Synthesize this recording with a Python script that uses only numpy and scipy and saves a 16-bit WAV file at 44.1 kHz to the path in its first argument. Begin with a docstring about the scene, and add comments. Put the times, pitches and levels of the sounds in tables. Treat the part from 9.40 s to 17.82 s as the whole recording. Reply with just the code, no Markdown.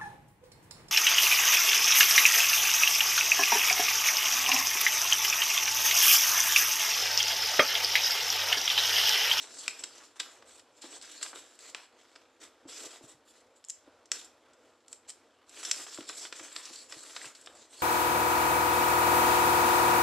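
"""Fingers rub over paper with a grainy hiss as two hands fold and crease a sheet in a small quiet room.
The hiss and a duller rustle are filtered noise and random clicks, shaped stroke by stroke.
The sheet buckles in snaps and ticks: short noise bursts with a ringing spectrum.
Fingertips thud softly on the wooden table, a push ringing decaying sine modes.
Sparse random reflections give these sounds a short tail; steady coloured noise is the room's air."""
import sys
import numpy as np
from scipy import signal
from scipy.fft import rfft, irfft, next_fast_len
from scipy.io import wavfile
from scipy.ndimage import uniform_filter1d

SR = 44100
rng = np.random.default_rng(int(sys.argv[2]) if len(sys.argv) > 2 else 0)


def dump_mix(stems):
    """Bounce the given channels to the path in sys.argv[1] as a 16-bit WAV at rate SR."""
    frames = np.atleast_2d(stems).T  # one column per channel
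    limited = np.clip(frames, -1, 1)  # hard clip at full scale
    pcm = np.round(limited * 32767).astype(np.int16)
    wavfile.write(sys.argv[1], SR, pcm)


N = 371321
TIME = np.arange(N) / SR

# finger strokes: (start [s], length [s], relative hiss level [dB], relative rustle level [dB],
# swell from start to end [dB], treble lift of the hiss and rustle [dB])
STROKES = [(-0.02, 0.12, -52.5, -55.5, -11, -3.5), (0.096, 0.2, -50, -60, 6, 1.5),
           (0.312, 0.34, -56, -59.5, -5, -0.5), (0.757, 0.022, -62, -62.5, -2, 1),
           (0.806, 0.18, -59, -59.5, -15.5, 1.5), (1.062, 0.12, -59.5, -64.5, -2, 3),
           (1.315, 0.075, -72, -72, 11, 2), (1.419, 0.072, -51.5, -57, -5, -2),
           (1.498, 0.07, -52.5, -60, 3, -2.5), (1.622, 0.057, -51.5, -59, -5, -3),
           (1.69, 0.13, -53, -60.5, -8.5, 0), (1.814, 0.082, -47.5, -52, -6.5, 1.5),
           (1.946, 0.043, -51.5, -52.5, -1.5, 1.5), (1.986, 0.17, -63.5, -64, -2, 0.5),
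           (2.196, 0.099, -54.5, -59.5, 2.5, 0), (2.356, 0.088, -59.5, -58.5, -6.5, -3),
           (2.574, 0.25, -73, -67, -8, -1.5), (3.006, 0.035, -52, -56, 5.5, 1),
           (3.283, 0.095, -48.5, -55.5, 2.5, -1.5), (3.386, 0.084, -47, -51, 1, 1),
           (3.5, 0.059, -55.5, -56.5, 5, 1), (3.622, 0.03, -59.5, -63.5, 1, 1.5),
           (3.679, 0.041, -59.5, -60.5, 0, 4.5), (3.858, 0.06, -64.5, -71, 0, 5),
           (3.935, 0.07, -65, -74, -3, 0.5), (4.158, 0.015, -67, -77, -3, 6),
           (4.722, 0.13, -53, -58.5, -14, 1.5), (5.19, 0.25, -81.5, -88, -13, 1.5),
           (5.48, 0.067, -68, -71, 7, 7), (5.679, 0.013, -55.5, -61, 3, 1),
           (6.072, 0.11, -59.5, -62, 17.5, 2), (6.181, 0.11, -47, -54.5, 5, 1),
           (6.309, 0.115, -45, -52, 4, 1.5), (6.47, 0.17, -52, -58.5, -2, 1),
           (6.673, 0.08, -48.5, -58, -1, 0.5), (6.768, 0.096, -46.5, -55, -3, 1.5),
           (6.935, 0.14, -51, -57.5, 5, -1), (7.11, 0.093, -53, -54, 3, 1.5),
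           (7.226, 0.075, -50, -58.5, -3, -1), (7.324, 0.11, -51.5, -61.5, -4.5, 0),
           (7.494, 0.1, -52, -58, -1, 1.5), (7.619, 0.24, -51.5, -53.5, 3.5, 2.5),
           (7.952, 0.2, -65, -64.5, -3, 5), (8.153, 0.1, -61.5, -67.5, 0, -1),
           (8.297, 0.12, -55, -64, 14.5, 0.5)]
# fibre friction spectrum: (frequency [Hz], relative density [dB per Hz])
HISS_SPECTRUM = [(1500, -30), (2600, -11), (3400, -6), (4300, -3.5), (5500, -4), (6500, -6.5), (7200, -1),
                 (7700, 2), (8500, -8), (9600, -15), (11000, -20), (13000, -25.5)]
# sheet rustle spectrum: (frequency [Hz], relative density [dB per Hz])
RUSTLE_SPECTRUM = [(100, -22), (200, -18.5), (270, 6.5), (500, 6.5), (900, 3.5), (1400, 6.5), (1800, 5),
                   (2500, 1.5), (3500, 2.5), (6000, -10.5), (13000, -18)]
# reverberation: (frequency [Hz], time to fall 60 dB [s])
ROOM_T60 = [(150, 0.14), (300, 0.56), (800, 0.37), (2100, 0.42), (5500, 0.35), (8000, 0.23), (13000, 0.53)]
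# steady room noise: (frequency [Hz], relative density [dB per Hz])
AIR_SPECTRUM = [(18, -59), (30, -31), (92, -13.5), (160, -22), (197, -31.5), (229, -7), (371, -6.5),
                (400, -12), (455, -2), (700, -8.5), (1290, -12.5), (1390, -11), (1660, -19.5), (7430, -29),
                (13000, -50)]
# sheet buckles: (time [s], relative level [dB], decay time constant [s], brightness [dB per octave],
# facet ring [Hz], ring height [dB])
SNAPS = [(0.2795, -27.5, 0.0022, 0, 2480, 12), (0.391, -42.5, 0.011, -1, 7800, 15),
         (0.4374, -34, 0.004, 0.5, 7900, 3), (0.7945, -51, 0.005, 1, 3700, 10),
         (0.7974, -36, 0.005, 1, 3470, 14), (0.7999, -30.5, 0.0049, -0.5, 3750, 7),
         (1.0234, -55.5, 0.0033, -7.5, 5000, 4), (1.195, -53.5, 0.005, -0.5, 4000, 0),
         (1.419, -52, 0.0039, 7, 7000, -1), (1.6135, -50, 0.0022, 2, 4170, 9),
         (1.624, -50, 0.0035, 6, 6400, 0), (1.828, -31.5, 0.004, 1, 7800, 9.5),
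         (1.862, -44.5, 0.0033, -5.5, 3630, 9), (1.931, -45.5, 0.0096, -13, 1500, 3),
         (2.19, -51.5, 0.0034, 0.5, 8100, 7), (2.3469, -36.5, 0.003, -4.5, 2750, 8.5),
         (2.7545, -59, 0.0034, -4.5, 4000, 3), (2.759, -49.5, 0.0045, -6.5, 4770, 9.5),
         (4.2414, -56, 0.0025, 2, 5040, 3), (4.2485, -50.5, 0.002, 8, 7000, 9),
         (4.2852, -47, 0.0013, 19, 6800, 20), (4.2922, -49.9, 0.005, 10, 6400, 20),
         (4.2985, -36.5, 0.0016, 8, 6600, 15), (4.3022, -37.5, 0.0016, 6.5, 7030, 8),
         (4.6565, -59, 0.0041, 4, 5920, 12), (4.7169, -26.5, 0.0025, 1, 6100, 9.5),
         (4.845, -49.5, 0.011, 11, 7140, 9), (5.133, -63, 0.0057, 1, 7800, 3),
         (5.4812, -54, 0.0035, 4, 7400, 4), (5.5285, -42, 0.0023, 1.5, 7960, 11),
         (5.689, -49, 0.0049, 9, 8350, 13), (5.693, -42.5, 0.0092, 4, 8300, 11),
         (5.702, -43.5, 0.0039, 6, 7580, 0.5), (6.094, -54, 0.0054, 6, 7600, 4.5),
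         (6.2297, -43.5, 0.0076, -4, 5400, 3), (6.2504, -34.5, 0.0048, 2.5, 5700, 14),
         (6.3128, -23.5, 0.0028, 3, 5800, 6.5), (6.465, -48, 0.005, -8.5, 3300, 9),
         (6.544, -43.5, 0.004, 3, 7300, 5), (6.575, -47.5, 0.003, -3.5, 1390, 10),
         (6.607, -47, 0.0029, -3, 3130, 10), (6.69, -38, 0.0072, 2.5, 5300, 5),
         (6.696, -40, 0.0067, -9.5, 4200, 18.5), (6.8511, -42, 0.0063, -6, 3370, 12),
         (6.9253, -39, 0.0037, -4.5, 2370, 3), (6.9953, -46, 0.0064, -9, 2410, 8),
         (7.1625, -36, 0.0031, -3, 4300, 12.5), (7.2545, -44.5, 0.005, 5, 5940, 13),
         (7.358, -47, 0.0043, 10, 4270, 18), (7.523, -41, 0.0037, -2.5, 5270, 4.5),
         (7.7633, -37.5, 0.0059, -4, 4110, 11), (7.8154, -46, 0.0022, -3.8, 1960, 17),
         (7.844, -46.5, 0.0028, -10, 1960, 8), (7.8546, -43, 0.0074, 4.5, 2630, 16),
         (7.9499, -49.5, 0.011, 1.5, 4400, 10), (8.012, -54.5, 0.0059, 8, 7950, 4),
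         (8.0608, -49, 0.0042, 3, 4800, 9), (8.072, -45.5, 0.0034, -8.5, 3360, 17)]
# spectrum common to the buckles: (frequency [Hz], relative density [dB per Hz])
SNAP_SPECTRUM = [(150, -44.5), (300, -13.5), (900, -12), (1500, -3), (2100, -4.5), (3300, -2), (4600, -4),
                 (5400, 0), (6400, -9), (7600, 2.5), (8300, -5.5), (9200, -14), (11000, -23),
                 (13000, -31.5)]
# fingertip landings: (time [s], level [dB], scuff decay time constant [s], boom against knock [dB])
THUDS = [(1.439, -47, 0.01, -36), (1.931, -61, 0.0089, -20), (1.977, -62, .006, -27),
         (3.252, -49, 0.0069, -18), (3.27, -57, 0.0067, -23), (3.408, -53, 0.031, -26),
         (3.456, -55, 0.0058, -20), (3.609, -53.5, .005, -25), (3.638, -54, 0.0095, -5.5),
         (3.745, -71, .008, 3), (4.475, -54.5, .007, -34), (6.389, -65, .012, -28),
         (6.585, -41, 0.0042, -19.5), (6.606, -48.5, .005, -28), (7.006, -53, 0.0059, -19),
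         (7.297, -52.5, 0.013, -25), (7.565, -56, 0.0063, -9), (7.86, -64, .006, 1)]
# table-top modes: (frequency [Hz], width [Hz], relative drive [dB])
TABLE_MODES = [(286, 47.6, -4.5), (336, 48, 1), (531, 150, -7), (810, 200, -14)]
# lowest table mode, the boom: (frequency [Hz], width [Hz])
TABLE_BOOM = (133, 89)
# filter on the stereo side signal: (frequency [Hz], gain [dB])
SIDE_FILTER = [(100, -56), (3500, -61), (4300, -15.5), (5000, -3.5), (6300, -1.5), (7500, -1.5), (9500, -3),
               (12000, -12.5)]

ATTACK_S, RELEASE_S = 0.012, 0.015  # shortest ramp; shortest decay time constant
EASE_SHARE = 0.096  # of the stroke length, added to both
REST_HISS_DB, REST_RUSTLE_DB = -84, -72.5  # the sheet stirs under resting hands; relative like STROKES
AIR_DB = -66.3
TICKS_PER_S, TICK_DB, TICK_SPREAD_DB = 26, -8, 2  # TICK_DB: least level against the stroke
TICK_DECAY_S, TICK_RING_HZ, TICK_RING_DB = 0.0039, (1400, 6930), 8
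TICK_BRIGHT_DB, TICK_TILT_DB = -1.5, 3  # per octave: mean, scatter either way
EDGE_HZ = 13250


def gain_of(db):
    """Decibels to amplitude."""
    return 10 ** (np.asarray(db) / 20)


def evened(x):
    """Each channel scaled to rms 1."""
    return x / np.sqrt(np.mean(x ** 2, axis=-1, keepdims=True) + 1e-20)


def read(points, hz):
    """Curve joined by straight lines on a log-frequency axis."""
    f, value = np.transpose(points)
    return np.interp(np.log(hz + 1), np.log(f + 1), value)


def add(mix, s, sound):
    """Mixes a sound in at time s."""
    part = mix[:, max(round(s * SR), 0):][:, :sound.shape[1]]
    part += sound[:, :part.shape[1]]


def filtered(x, points):
    """Applies a gain curve to a long signal, without phase shift."""
    size = next_fast_len(N)
    gain = gain_of(read(points, np.fft.rfftfreq(size, 1 / SR)))
    return irfft(rfft(x, size) * gain, size)[..., :N]


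def coloured(x, points):
    """Gives a long signal a spectrum, at rms 1."""
    return evened(filtered(x, points))


def causal(db):
    """Minimum-phase response with these gains: it rings only after its cause."""
    log_gain = np.log(gain_of(np.r_[db, db[-2:0:-1]]))
    return np.exp(np.conj(signal.hilbert(log_gain)))[:len(db)]


def wander(per_s):
    """Random curve of rms 1 with this many knots a second."""
    return evened(np.interp(TIME * per_s, np.arange(16384), rng.standard_normal(16384)))


def strokes():
    """A stroke starts quickly, swells or eases, dies away: hiss gain, rustle gain, treble lift in dB."""
    hiss_power, rustle_power, weighted_lift = np.zeros((3, N))
    for start, length, hiss_db, rustle_db, swell_db, lift_db in STROKES:
        attack = ATTACK_S + EASE_SHARE * length
        release = RELEASE_S + EASE_SHARE * length
        on = slice(*np.searchsorted(TIME, [start - attack / 2, start + length + 10 * release]))
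        t = TIME[on] - start
        ramp = np.clip(t / attack + 0.5, 0, 1)
        fall = np.exp(-np.maximum(t - length, 0) / release)
        shape = ramp * fall * gain_of(swell_db * (np.clip(t / length, 0, 1) - 0.5))
        power = (shape * gain_of(hiss_db)) ** 2
        hiss_power[on] += power
        weighted_lift[on] += power * lift_db
        rustle_power[on] += (shape * gain_of(rustle_db)) ** 2
    hiss_power = hiss_power + gain_of(REST_HISS_DB) ** 2
    rustle_power = rustle_power + gain_of(REST_RUSTLE_DB) ** 2
    return np.sqrt(hiss_power), np.sqrt(rustle_power), weighted_lift / hiss_power


def friction(grains_per_s, spread_db, smooth, slip_db):
    """Fibres catch and let go: uneven tiny clicks over smooth hiss, clumped by stick and slip."""
    caught = rng.random(N) < grains_per_s / SR
    size = gain_of(spread_db * np.minimum(rng.exponential(1, N), 4))
    grains = evened(caught * size * rng.choice([-1., 1.], (2, N)))
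    return (grains + smooth * rng.standard_normal((2, N))) * gain_of(slip_db * wander(110))


def drifting(x, lift_db, patch_db, bins=9, frames=26):
    """Sheet resonances shift with bending and fingers: random spectral patches, plus a treble lift."""
    hz, t, z = signal.stft(x, SR, nperseg=512, noverlap=384)
    patches = uniform_filter1d(rng.standard_normal(z.shape[1:]), bins, 0)
    patches = uniform_filter1d(patches, frames, 1)
    # half the lift is added above 7200 Hz, half taken off below 5800 Hz
    top = np.clip((hz[:, None] - 5800) / 1400, 0, 1) - 0.5
    z = z * gain_of(patch_db * patches / patches.std() + top * np.interp(t, TIME, lift_db))
    return evened(signal.istft(z, SR, nperseg=512, noverlap=384)[1][:, :N])


def rubbing(hiss_gain, rustle_gain, lift_db, hiss_trim_db=0.55, rustle_trim_db=0.1):
    """Skin and paper slide: bright hiss at the contact, duller rustle from the sheet."""
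    drive = friction(grains_per_s=3000, spread_db=-0.5, smooth=1.0, slip_db=2.0)
    flex = friction(grains_per_s=700, spread_db=3.0, smooth=0.69, slip_db=1.73)
    hiss = drifting(coloured(drive, HISS_SPECTRUM), lift_db, patch_db=3.0)
    rustle = drifting(coloured(flex, RUSTLE_SPECTRUM), lift_db, patch_db=2.0, bins=5)
    return hiss * hiss_gain * gain_of(hiss_trim_db) + rustle * rustle_gain * gain_of(rustle_trim_db)


def room(x, gap_s=0.0019):
    """Sparse reflections of random sign build up after a short gap; each band dies at its own speed."""
    size = 28000
    taps = rng.choice([-1., 1.], (2, size)) * (rng.random((2, size)) < 4000 / SR)  # 4000 per s
    taps *= np.clip(np.arange(size) / SR / gap_s - 0.5, 0, 1)
    hz, t, z = signal.stft(taps, SR, nperseg=256)
    decay = gain_of(-60 * t / read(ROOM_T60, hz)[:, None])
    tail = signal.istft(z * decay, SR, nperseg=256)[1]
    tail = tail / np.linalg.norm(tail, axis=1, keepdims=True)
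    return signal.fftconvolve(x, tail, axes=1)[:, :N]


def air(waver_db=2.4):
    """Quiet room noise, coloured and wavering slightly."""
    noise = coloured(rng.standard_normal((2, N)), AIR_SPECTRUM)
    return noise * gain_of(AIR_DB + waver_db * wander(9.8))


def crinkles(effort, count=400):
    """Small buckles at random moments, scaled to the rubbing that sets them off; rows like SNAPS."""
    rows = []
    low_hz, high_hz = TICK_RING_HZ
    for when, chance, size, tilt, facet in rng.random((count, 5)):
        if chance < TICKS_PER_S * N / SR / count:
            stroke_db = 20 * np.log10(effort[int(when * N)])
            db = stroke_db + TICK_DB + TICK_SPREAD_DB * min(-np.log(1 - size), 2)
            bright = TICK_BRIGHT_DB + TICK_TILT_DB * (2 * tilt - 1)
            ring_hz = low_hz * (high_hz / low_hz) ** facet
            rows.append((when * N / SR, db, TICK_DECAY_S, bright, ring_hz, TICK_RING_DB))
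    return rows


def snaps(buckles, trim_db=-0.6, ring_octaves=0.13, rise_s=0.00017, evenness=0.69):
    """A facet of the sheet pops through: a burst of bending waves ringing for milliseconds."""
    size = 2048
    t, hz = np.arange(size) / SR, np.fft.rfftfreq(size, 1 / SR)
    octave, out = np.log2(np.maximum(hz, 100)), np.zeros((2, N))
    for s, db, decay, bright, ring_hz, ring_db in buckles:
        decay = max(decay, 0.0003)
        envelope = (1 - np.exp(-t / rise_s)) * np.exp(-t / decay)
        burst = rfft(rng.standard_normal((1, size)) * envelope)
        # partly flatten the random burst, so that the snap's set spectrum and ring stand out
        lumps_db = 10 * np.log10(uniform_filter1d(abs(burst[0]) ** 2, size=25) + 1e-12)
        slope = bright * np.clip(octave - np.log2(4000), -2, 1.5)
        # the shorter the pop, the broader its ring
        detune = (octave - np.log2(ring_hz)) / ring_octaves
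        ring = ring_db / (1 + detune ** 2 * decay / 0.0038)
        response_db = read(SNAP_SPECTRUM, hz) + slope + ring - evenness * lumps_db
        pop = evened(irfft(burst * causal(response_db)))
        add(out, s, gain_of(db + trim_db) * pop * np.sqrt(0.01 * SR / size))  # energy as over 10 ms
    return out


def thuds(scuff=1.0, push_s=0.0008, low_hz=245):
    """A soft push, with scuffing while the finger settles, rings the table top."""
    size = 6000
    t, out = np.arange(size) / SR, np.zeros((2, N))
    wood = np.zeros(size)
    for hz, width_hz, db in TABLE_MODES:
        wood += gain_of(db) * np.exp(-np.pi * width_hz * t) * np.sin(2 * np.pi * hz * t) * width_hz
    # steep high-pass at low_hz keeps the knock free of deep bass
    wood = signal.sosfilt(signal.butter(10, low_hz, "high", fs=SR, output="sos"), wood)
    boom_hz, boom_width_hz = TABLE_BOOM
    boom = evened(t * np.exp(-np.pi * boom_width_hz * t) * np.sin(2 * np.pi * boom_hz * t))
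    for s, db, contact, boom_db in THUDS:
        push = t / push_s * np.exp(-t / push_s)
        push = push + scuff * rng.standard_normal(size) * np.exp(-t / contact)
        knock = evened(signal.fftconvolve(push, wood)[:size]) + gain_of(boom_db) * boom
        level = gain_of(db) * np.sqrt(0.01 * SR / size)  # energy as over 10 ms
        add(out, s, level * np.array([knock, knock]))
    return out


def scene(snap_room_db=-8.5, rub_room_db=-7, thud_room_db=-8, rub_side_db=-5, air_side_db=-4):
    """Mid and side to stereo: dry snaps and thuds central; rubbing, air and tail wide in the treble."""
    hiss, rustle, lift_db = strokes()
    pops = snaps(list(SNAPS) + crinkles(np.hypot(hiss, rustle)))
    rub = rubbing(hiss, rustle, lift_db)
    knocks = thuds()
    still = air()
    send = gain_of(snap_room_db) * pops + gain_of(rub_room_db) * rub + gain_of(thud_room_db) * knocks
    wet = room(send)
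    # channel 0 feeds mid, channel 1 side
    mid = (pops + rub + knocks + wet + still)[0]
    side = (wet + gain_of(rub_side_db) * rub + gain_of(air_side_db) * still)[1]
    side = filtered(side, SIDE_FILTER)
    return np.array([mid + side, mid - side])


def record(dry):
    """Linear-phase low-pass at EDGE_HZ limits the band."""
    taps = signal.firwin(301, EDGE_HZ, window=("kaiser", 8), fs=SR)
    return signal.oaconvolve(dry, taps[None], "same", axes=1)


dry = scene()
out = record(dry)
dump_mix(out)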